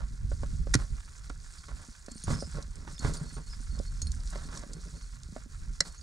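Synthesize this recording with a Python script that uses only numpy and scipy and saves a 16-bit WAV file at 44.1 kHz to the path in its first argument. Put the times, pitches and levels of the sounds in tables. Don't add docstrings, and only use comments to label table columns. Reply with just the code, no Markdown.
import sys
import numpy as np
from scipy import signal
from scipy.fft import rfft, irfft, next_fast_len
from scipy.io import wavfile
from scipy.ndimage import uniform_filter1d

SR = 44100
rng = np.random.default_rng(int(sys.argv[2]) if len(sys.argv) > 2 else 0)


def wav_record(signal):
    frames = np.transpose(np.atleast_2d(signal))
    bounded = np.clip(frames, -1, 1)
    quanta = np.round(bounded * 32767).astype(np.int16)
    wavfile.write(sys.argv[1], SR, quanta)


N = 265482
TIME = np.arange(N) / SR
SIZE = next_fast_len(N + 2 * 2 ** 13) // 2 * 2
BINS_HZ = np.maximum(np.arange(SIZE // 2 + 1) * SR / SIZE, 1)


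def from_db(db):
    return 10 ** (np.asarray(db) / 20)


def rms_one(x):
    return x / np.sqrt(np.mean(x ** 2) + 1e-20)


def over_hz(points):
    hz, value = np.transpose(points)
    return np.interp(np.log(BINS_HZ), np.log(hz), value)


def causal(colour):
    cepstrum = irfft(np.log(from_db(over_hz(colour))), SIZE)
    cepstrum[1:SIZE // 2] *= 2
    cepstrum[SIZE // 2 + 1:] = 0
    return np.exp(rfft(cepstrum))


def coloured(x, colour):
    response = causal(colour)
    response_rms = np.sqrt(np.mean(abs(response) ** 2))
    return irfft(rfft(x, SIZE) * response / response_rms, SIZE)[:N]


def in_time(rows):
    start_s, level_db = np.transpose(rows)
    return from_db(np.interp(TIME, start_s, level_db))


def drift(knots_per_s):
    knots = rng.standard_normal(N // 20)
    return np.interp(TIME * knots_per_s, np.arange(len(knots)), knots)


def grains(per_s, spread_db, clump_db):
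    sizes = from_db(spread_db * np.minimum(rng.exponential(1, N), 4)) * rng.choice([-1, 1], N)
    happens = rng.random(N) < per_s / SR
    return rms_one(sizes * happens * from_db(clump_db * drift(170)))


def burst(source, start_s, length_s, rise_s, t60_s):
    first = int(max(start_s, 0) * SR)
    t = TIME[:min(N - first, int((length_s + 2 * t60_s) * SR) + 2)]
    swell = np.minimum((t + 1 / SR) / rise_s, 1)
    shape = swell * from_db(-60 * np.maximum(t - length_s, 0) / t60_s)
    piece = source[first:first + len(t)] * shape
    out = np.zeros(N)
    out[first:first + len(t)] = piece * np.sqrt(np.sum(shape ** 2) / (np.sum(piece ** 2) + 1e-12))
    return out


def resonant(x, hz, q):
    return signal.lfilter(*signal.iirpeak(hz, max(q, 1), fs=SR), x + 1e-18)


def add(out, start_s, peak_db, hz, t60_s):
    stretch = out[int(start_s * SR):][:int(1.5 * t60_s * SR)]
    t = TIME[:len(stretch)]
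    stretch += np.sin(2 * np.pi * hz * t) * from_db(peak_db - 60 * t / t60_s)


# start_s, level_db
BREEZE = [(0.0, -37.5), (0.28, -41), (0.44, -33), (0.79, -30.5), (0.95, -47), (1.94, -51.5), (2.31, -50),
          (2.53, -39.5), (2.95, -45), (3.27, -44), (3.91, -36), (4.19, -34.5), (4.63, -45), (5.06, -43.5),
          (5.38, -47), (5.73, -47), (6.02, -48)]
# peak_s, level_db, half_length_s
GUSTS = [(0.01, -37, 0.074), (0.283, -29.5, 0.048), (0.926, -33.5, 0.051), (1.35, -41.5, 0.091),
         (1.749, -35, 0.024), (2.322, -29, 0.037), (3.089, -29.5, 0.038), (3.728, -34.5, 0.051),
         (5.67, -37, 0.081)]
BREEZE_TRIM_DB = 0.5


def wind_strength():
    power = (from_db(BREEZE_TRIM_DB) * in_time(BREEZE)) ** 2
    for peak_s, level_db, half_s in GUSTS:
        power += from_db(level_db) ** 2 * np.exp(-((TIME - peak_s) / half_s) ** 2)
    return np.sqrt(power)


# freq_hz, level_db
WIND_COLOUR = [(12, -25), (25, 1), (43, 2.5), (75, -7), (130, -16), (225, -25.5), (300, -40.5), (1000, -66)]
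HISS_COLOUR = [(100, 6.5), (450, 4.5), (800, -5), (1450, 7), (2600, -1), (4500, -23), (8000, -21),
               (14000, -10.5)]
HISS_DB = -68


def air(own_db=-9, lump_db=4.0, waver_db=2.5):
    swirl = np.array([coloured(rng.standard_normal(N), WIND_COLOUR) for _ in range(3)])
    swirl *= from_db(lump_db * drift(35))
    local_rms = np.sqrt(abs(uniform_filter1d(swirl ** 2, size=5000)) + 1e-9)
    wind = wind_strength() * swirl / local_rms
    hiss = from_db(HISS_DB + waver_db * drift(48)) * coloured(rng.standard_normal(N), HISS_COLOUR)
    return wind[0] + hiss, from_db(own_db) * wind[1:]


# start_s, level_db
MOVEMENT = [(0.0, -64.5), (0.5, -61), (1.08, -62), (1.32, -61), (1.68, -58.5), (2.0, -62), (2.28, -54.5),
            (2.45, -58.5), (2.52, -59), (2.75, -62.5), (2.92, -60.5), (3.07, -57.5), (3.96, -62),
            (4.36, -56.5), (4.55, -56), (4.65, -60), (5.2, -62.5), (5.73, -62), (6.02, -63)]
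# freq_hz, level_db
RUB_COLOUR = [(150, 0.5), (500, -15.5), (850, -2), (1450, 7), (2100, 0.5), (3500, -4.5), (8000, -50)]
GRIT_COLOUR = [(500, -34), (2500, -10), (4400, 2.5), (7000, 2.5), (9500, -2), (14000, -9.5)]
RUB_TRIM_DB, CRINKLE_TRIM_DB = -3, 2
RUB_DB_PER_MOVEMENT_DB = 0.78


def jacket(flutter_db=2.3, crackle_db=-7, crease_q=7):
    crinkle = in_time(MOVEMENT) * from_db(flutter_db * drift(21.55))
    mean = crinkle.mean()
    rub = mean * (crinkle / mean) ** RUB_DB_PER_MOVEMENT_DB
    creases = sum(resonant(grains(40, 2.5, 1.5), hz, crease_q) for hz in np.geomspace(4200, 9000, num=7))
    cloth = grains(7000, 2, 1.7) + from_db(crackle_db) * rms_one(creases)
    rubbing = from_db(RUB_TRIM_DB) * rub * coloured(grains(4000, 1.5, 4.8), RUB_COLOUR)
    crinkling = from_db(CRINKLE_TRIM_DB) * crinkle * coloured(cloth, GRIT_COLOUR)
    return rubbing + crinkling


BUMPS_FROM_S, BUMPS_TO_S, BUMP_DB, BUMP_HZ, BUMP_T60_S = 2.1, 5.3, -39, 191.5, 0.063


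def bumps(spread_db=4, spread_octaves=0.28, count=26):
    out = np.zeros(N)
    for when, force, pitch in rng.random((count, 3)):
        start_s = BUMPS_FROM_S + when * (BUMPS_TO_S - BUMPS_FROM_S)
        peak_db = BUMP_DB + spread_db * (2 * force - 1)
        add(out, start_s, peak_db, BUMP_HZ * 2 ** (spread_octaves * (2 * pitch - 1)), BUMP_T60_S)
    return out


# start_s, level_db, mode_name, length_s, looseness_0_to_1
RATTLES = [(2.091, -58, "B", 0.064, 0.24), (2.146, -59, "G", 0.056, 0.6), (2.334, -46.5, "D", 0.02, 0.9),
           (2.387, -45, "D", 0.024, 1), (2.338, -58.5, "G", 0.1, 0.6), (2.439, -48, "D", 0.02, 0.9),
           (2.888, -66, "G", 0.065, 0.4), (2.941, -51, "D", 0.013, 0.8), (3.017, -57, "B", 0.08, 0),
           (3.177, -65, "G", 0.065, 0.6), (3.24, -63, "B", 0.24, 0.3), (3.322, -56.5, "G", 0.061, 0.1),
           (3.498, -50.5, "D", 0.036, 0.3), (3.61, -63, "G", 0.037, 0.2), (3.702, -56, "B", 0.044, 0.2),
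           (3.817, -61, "B", 0.09, 0.2), (4.442, -59.5, "B", 0.028, 0.1), (4.75, -68.5, "B", 0.075, 0.2),
           (4.949, -66, "B", 0.14, 0.1), (5.845, -62.5, "B", 0.13, 0.4), (5.974, -54.5, "E", 0.013, 0.1)]
GEAR_MODES = {"A": (4290, 0.05), "B": (4378, 0.21), "C": (4700, 0.036), "D": (5085, 0.085),
              "E": (6600, 0.081), "F": (7490, 0.06), "G": (8800, 0.08), "H": (9225, 0.039),
              "I": (3580, 0.021), "J": (5730, 0.048)}
GRAZES_PER_S = 300


def rattles(swell_s=0.0019, twin_hz=105, fade_db_per_s=25, flutter_db=3):
    out = np.zeros(N)
    for start_s, level_db, mode, length_s, looseness in RATTLES:
        hz, t60_s = GEAR_MODES[mode]
        chatter = 0
        for shift_hz, share in ((0, 1), (-twin_hz, looseness), (2 * twin_hz, looseness)):
            ring = np.zeros(SR // 3)
            add(ring, 0, 0, hz + shift_hz, t60_s)
            touches = rng.standard_normal(SR) * (rng.random(SR) < GRAZES_PER_S / SR)
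            chatter += share * signal.fftconvolve(touches, ring, "valid")
        chatter /= np.sqrt(abs(uniform_filter1d(chatter ** 2, size=4500)) + 1e-9)
        chatter *= from_db(-fade_db_per_s * TIME[:len(chatter)])
        placed = np.pad(chatter, (int(start_s * SR), N))
        out += from_db(level_db) * burst(placed, start_s, length_s, swell_s, t60_s)
    return out * from_db(flutter_db * drift(75))


# start_s, peak_db, strongest_mode_name
CLINKS = [(0.75, -33, "A"), (1.585, -43.5, "C"), (2.115, -45, "F"), (2.2377, -34, "H"), (2.238, -40.5, "E"),
          (2.405, -36.5, "J"), (2.981, -39, "I"), (2.995, -43, "B"), (3.1694, -38, "C"), (3.172, -42, "H"),
          (4.018, -31, "E"), (4.021, -41, "A"), (4.0696, -35.5, "A"), (4.07, -41, "H"), (6.012, -45.5, "C")]


def gear(others_db=-19, others_spread_db=3, wander_hz=12):
    out = np.zeros(N)
    for start_s, peak_db, mode in CLINKS:
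        for name, (hz, t60_s) in GEAR_MODES.items():
            weaker_db = (name != mode) * (others_db + rng.normal(0, others_spread_db))
            add(out, start_s, peak_db + weaker_db, hz + rng.normal(0, wander_hz), t60_s)
    return out


# start_s, level_db
DRAG = [(4.3, -71), (4.335, -50.5), (4.38, -52), (4.454, -61), (4.51, -52.5), (4.57, -46.5), (4.6, -58.5),
        (4.635, -50.5), (4.66, -70), (4.77, -63), (4.83, -68), (5.0, -81)]
# freq_hz, level_db
CRUNCH_COLOUR = [(120, 4.5), (300, 0), (430, -5.5), (580, 2.5), (780, -2.5), (960, 2.5), (1450, 4),
                 (2500, -9.5), (5000, -10.5), (12000, -37)]
BASS_COLOUR = [(40, -3), (90, -6), (160, 9.5), (300, -9), (480, -9.5), (2000, -61.5)]


def drag(bass_db=1.5, catch_db=3.0):
    dragging = (TIME > DRAG[0][0]) * (TIME < DRAG[-1][0])
    pressure = in_time(DRAG) * dragging * from_db(catch_db * drift(55))
    crust = coloured(grains(700, 1.9, 2.6), CRUNCH_COLOUR)
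    packed = coloured(grains(760, 5.0, 2.8), BASS_COLOUR)
    return pressure * (crust + from_db(bass_db) * packed)


# start_s, first_peak_db, length_s, slips_per_s
JUDDERS = [(2.302, -23.5, 0.087, 115), (2.561, -33.5, 0.094, 90), (3.058, -30.5, 0.063, 100),
           (4.546, -34, 0.085, 80)]


def judders(thump_hz=160, t60_s=0.038, fade_db=11, spread_db=0.5, spread_octaves=0.22,
            jitter=0.343, crumb_db=-13):
    crumbs, thumps, spurts = grains(5000, 5.6, 1), np.zeros(N), 0
    for start_s, peak_db, length_s, per_s in JUDDERS:
        t = 0
        for gap, force, pitch in rng.uniform(-1, 1, size=(20, 3)):
            if t < length_s:
                slip_db = peak_db - fade_db * t / length_s + spread_db * force
                add(thumps, start_s + t, slip_db, thump_hz * 2 ** (spread_octaves * pitch), t60_s)
                spurt = burst(crumbs, start_s + t, length_s=0.0019, rise_s=0.00079, t60_s=0.014)
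                spurts += from_db(slip_db + crumb_db) * spurt
            t += (1 + jitter * gap) / per_s
    return thumps + coloured(spurts, CRUNCH_COLOUR)


# start_s, level_db, length_s, bass_rel_db
CRUNCHES = [(0, -51, 0.02, -19), (1.68, -51.5, 0.037, -3), (1.78, -57.5, 0.056, -15),
            (2.539, -52, 0.06, 10), (2.751, -62, 0.11, 9), (2.869, -52.5, 0.019, 0),
            (3.139, -55, 0.027, -3), (3.195, -57, 0.072, 10), (3.362, -48.5, 0.015, 9),
            (3.743, -59, 0.044, 10), (4.182, -62, 0.016, -10), (4.681, -65.5, 0.089, 19),
            (4.844, -68.5, 0.037, 19.5), (4.928, -68.5, 0.028, 19.5)]
# landing_s, level_db, lead_in_crust_s, hardness_db, thud_hz, thud_t60_s
KICKS = [(2.2802, -43.5, 0.019, -7.5, 141, 0.049), (3.0474, -39, 0.049, 2, 110, 0.053)]
KICK_CRUSH_S, KICK_BASS_DB = 0.051, 9
SPRAY_DELAY_S, SPRAY_S, SPRAY_CRUNCH_DB, SPRAY_GRIT_DB = 0.041, 0.03, -33, -34


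def crunches(swell_share=0.12, t60_s=0.16, kick_swell_share=0.21, kick_t60_s=0.31):
    crust, slips, top, bass = grains(750, 1.7, 1.5), grains(900, 4.4, 2.6), 0, 0
    sprays = [(s + SPRAY_DELAY_S, db + SPRAY_CRUNCH_DB, SPRAY_S, 0) for s, db, *_ in STRIKES]
    for start_s, level_db, length_s, bass_db in CRUNCHES + sprays:
        rise_s = swell_share * length_s
        top += from_db(level_db) * burst(crust, start_s, length_s, rise_s, t60_s)
        bass += from_db(level_db + bass_db) * burst(slips, start_s, length_s, rise_s, t60_s)
    for landing_s, level_db, lead_s, *_ in KICKS:
        rise_s = lead_s + kick_swell_share * lead_s
        top += from_db(level_db) * burst(crust, landing_s - lead_s, KICK_CRUSH_S, rise_s, kick_t60_s)
        sinking = burst(slips, landing_s, KICK_CRUSH_S - lead_s, swell_share * KICK_CRUSH_S, kick_t60_s)
        bass += from_db(level_db + KICK_BASS_DB) * sinking
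    return coloured(top, CRUNCH_COLOUR) + coloured(bass, BASS_COLOUR)


# start_s, level_db, centre_hz
TICKS = [(1.296, -40.5, 5500), (2.062, -40.5, 6950), (2.1148, -35.5, 7400), (2.625, -37, 5440),
         (2.756, -42, 8000), (2.9915, -32.5, 7000), (3.137, -33, 6500), (3.7902, -36, 5030),
         (4.0178, -26.5, 7100), (4.1174, -32, 5900), (4.274, -38, 4500), (4.3022, -37.5, 8500),
         (4.574, -33, 5500), (4.733, -34, 6500), (5.233, -39, 4500), (5.8206, -45, 5400)]
TICK_TRIM_DB = -2.5
KICK_GRIT_DB = -9
SLIP_DELAY_S, SLIP_S, SLIP_DB = 0.085, 0.021, -6.5


def grit(skid_s=0.093, tick_q=1.13):
    sand, chips = grains(7000, 2.0, 0.83), grains(16000, 5.5, 1.9)
    skids = [(s - lead_s, db + KICK_GRIT_DB, skid_s) for s, db, lead_s, *_ in KICKS]
    slips = [(s + SLIP_DELAY_S, db + hard_db + SLIP_DB, SLIP_S) for s, db, _, hard_db, *_ in KICKS]
    sprays = [(s + SPRAY_DELAY_S, db + ring_db + SPRAY_GRIT_DB, SPRAY_S) for s, db, _, ring_db in STRIKES]
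    out = np.zeros(N)
    for start_s, level_db, length_s in skids + slips + sprays:
        out += from_db(level_db) * burst(sand, start_s, length_s, rise_s=length_s / 2, t60_s=0.12)
    for start_s, level_db, hz in TICKS:
        chip = burst(chips, start_s, length_s=0.00048, rise_s=0.00016, t60_s=0.027)
        out += from_db(level_db + TICK_TRIM_DB) * resonant(chip, hz, tick_q)
    return coloured(out, GRIT_COLOUR)


# start_s, peak_db, centre_hz, crispness_rel_db
KNOCKS = [(0.3171, -31.5, 544, -4.5), (0.433, -28, 570, -5.5), (0.6703, -30.5, 530, -9),
          (1.299, -36.5, 337, 2.5), (1.3, -38.5, 1400, -9), (2.083, -31, 550, -8), (2.28, -28.5, 960, -2),
          (2.305, -31, 610, -9), (2.4244, -25.5, 567, -14), (2.585, -31.5, 520, -20),
          (2.876, -39, 940, 3.5), (3.06, -39, 1210, 9), (3.096, -30.5, 626, -9), (3.799, -30, 534, -25),
          (4.357, -30.5, 564, -1), (4.637, -37.5, 576, -17), (5.3633, -30.5, 640, -5.5),
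          (5.809, -29, 564, -12)]
# start_s, peak_db, pitch_hz, t60_s
THUDS = [(0.755, -15.5, 115.5, 0.12), (0.751, -11.5, 265, 0.021), (1.301, -31, 300, 0.015),
         (1.886, -39, 220, 0.054), (2.303, -24, 141.3, 0.19), (3.05, -22.5, 215, 0.043),
         (3.077, -20.5, 91, 0.087), (3.213, -27.5, 162.5, 0.11), (4.027, -24, 72.6, 0.34),
         (5.325, -36.5, 190, 0.11), (5.461, -38.5, 220, 0.04), (5.811, -30.5, 172, 0.058)]
KICK_THUD_DB, KICK_KNOCK_DB, KICK_KNOCK_HZ, KICK_CRISP_DB = 23, 8.5, 750, 4


def knocks(body_t60_s=0.014, thump_ratio=0.362, thump_db=-6.0, thump_t60_s=0.061, snap_db=-5,
           snap_t60_s=0.0018, crumble_db=-8, damping_octaves=0.67):
    crumbs, body, opposed, crumble = grains(6000, 2.3, 1.3), np.zeros(N), np.zeros(N), 0
    toes = [(s, db + hard_db + KICK_KNOCK_DB, KICK_KNOCK_HZ, KICK_CRISP_DB)
            for s, db, _, hard_db, *_ in KICKS]
    landings = [(s, db + hard_db + KICK_THUD_DB, hz, t60_s) for s, db, _, hard_db, hz, t60_s in KICKS]
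    for start_s, peak_db, hz, crisp_db in KNOCKS + toes:
        damping = 2 ** rng.uniform(-damping_octaves, damping_octaves)
        add(body, start_s, peak_db, hz, body_t60_s * damping)
        add(opposed, start_s, peak_db + thump_db, hz * thump_ratio, thump_t60_s)
        add(opposed, start_s, peak_db + crisp_db + snap_db, hz, snap_t60_s)
        snow = burst(crumbs, start_s, length_s=0.0021, rise_s=0.0002, t60_s=0.023)
        crumble += from_db(peak_db + crisp_db + crumble_db) * snow
    for start_s, peak_db, hz, t60_s in THUDS + landings:
        add(opposed, start_s, peak_db, hz, t60_s)
    return body - opposed + coloured(crumble, CRUNCH_COLOUR)


# start_s, level_db, fracture_length_s, steel_ring_rel_db
STRIKES = [(0.7371, -30.5, 0.0019, -2), (0.7396, -20, 0.0051, -1), (0.7517, -24, 0.0019, -10),
           (5.8046, -20, 0.003, 7)]
# pitch_hz, level_rel_db, t60_s
AXE_MODES = [(1980, -5, 0.02), (4147, -1.5, 0.022), (4290, -19, 0.018), (4600, -8, 0.02), (5180, -9, 0.02),
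             (5390, 4, 0.016), (6100, -5, 0.023), (6440, -19, 0.021), (7440, -7, 0.023)]
# freq_hz, level_db
CRACK_COLOUR = [(100, -45), (700, -2.5), (1400, 16.5), (2100, 11.5), (2850, 3), (4300, 11), (6000, 12.5),
                (9000, 6), (14000, -9.5)]
CRACK_T60_S = 0.013


def axes(splinter_db=-27, splinter_t60_s=0.081, brittle_hz=5600):
    fractures, cracks, steel = grains(20000, 0.88, 0.8), 0, 0
    for start_s, level_db, length_s, ring_db in STRIKES:
        bite = burst(fractures, start_s, length_s, rise_s=0.00032, t60_s=CRACK_T60_S)
        splinters = burst(fractures, start_s, length_s, rise_s=0.0092, t60_s=splinter_t60_s)
        bite += from_db(splinter_db) * splinters
        brittle = resonant(bite, brittle_hz, 1)
        cracks += from_db(level_db) * (brittle + from_db(-max(ring_db, 0)) * (bite - brittle))
        modes = np.zeros(N)
        for hz, mode_db, t60_s in AXE_MODES:
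            add(modes, start_s + rng.uniform(0, 0.00094), level_db + ring_db + mode_db, hz, t60_s)
        steel += modes * np.clip((TIME - start_s) / length_s, 0, 1)
    return coloured(cracks, CRACK_COLOUR) + steel


# freq_hz, gain_db
SCATTER_COLOUR = [(50, 5), (150, 14), (600, 12.5), (2700, 9), (4500, 2.5), (8000, -11)]


def scatter(spectrum, level_db=-19, t60_s=0.081):
    t = TIME[:SR // 8]
    echoes = rng.standard_normal((2, len(t))) * from_db(-60 * t / t60_s) * (t > .002)
    echoes /= np.sqrt(np.sum(echoes ** 2, axis=1, keepdims=True))
    return from_db(level_db) * spectrum * rfft(echoes, SIZE) * from_db(over_hz(SCATTER_COLOUR))


# freq_hz, left_minus_right_db
PORT_BALANCE = [(60, -3.5), (400, -5.5), (1300, -4.5), (2400, -8), (4400, -4), (8000, 0.9)]
# freq_hz, left_lead_rad
PORT_PHASE = [(20, 0), (350, 0), (900, -.5), (1500, -1.1), (2100, -1.9), (2700, -2.7), (3700, -2 * np.pi)]


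def scene():
    common, eddies = air()
    surroundings = common + jacket() + bumps() + rattles() + gear()
    boots_and_axes = drag() + judders() + crunches() + grit() + knocks() + axes()
    spectrum = rfft(surroundings + boots_and_axes, SIZE)
    tilt = from_db(over_hz(PORT_BALANCE) / 2)
    left = spectrum * tilt * np.exp(1j * over_hz(PORT_PHASE))
    direct = np.array([left, spectrum / tilt])
    return irfft(direct + scatter(spectrum), SIZE)[:, :N] + eddies


# freq_hz, gain_db
MIC_COLOUR = [(2100, -0.5), (2600, -1.5), (3200, -3), (4100, -1.5), (9300, 0.5), (11500, -11.5),
              (15000, -19.5)]
CHANNEL_NOISE_DB = -79.5
CUTOFF_HZ = 15700


def record(dry):
    heard = irfft(rfft(dry, SIZE) * causal(MIC_COLOUR), SIZE)[:, :N]
    heard += from_db(CHANNEL_NOISE_DB) * rng.standard_normal((2, N))
    return signal.sosfilt(signal.ellip(10, .1, 80, CUTOFF_HZ, fs=SR, output="sos"), heard)


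dry = scene()
out = record(dry)
wav_record(out)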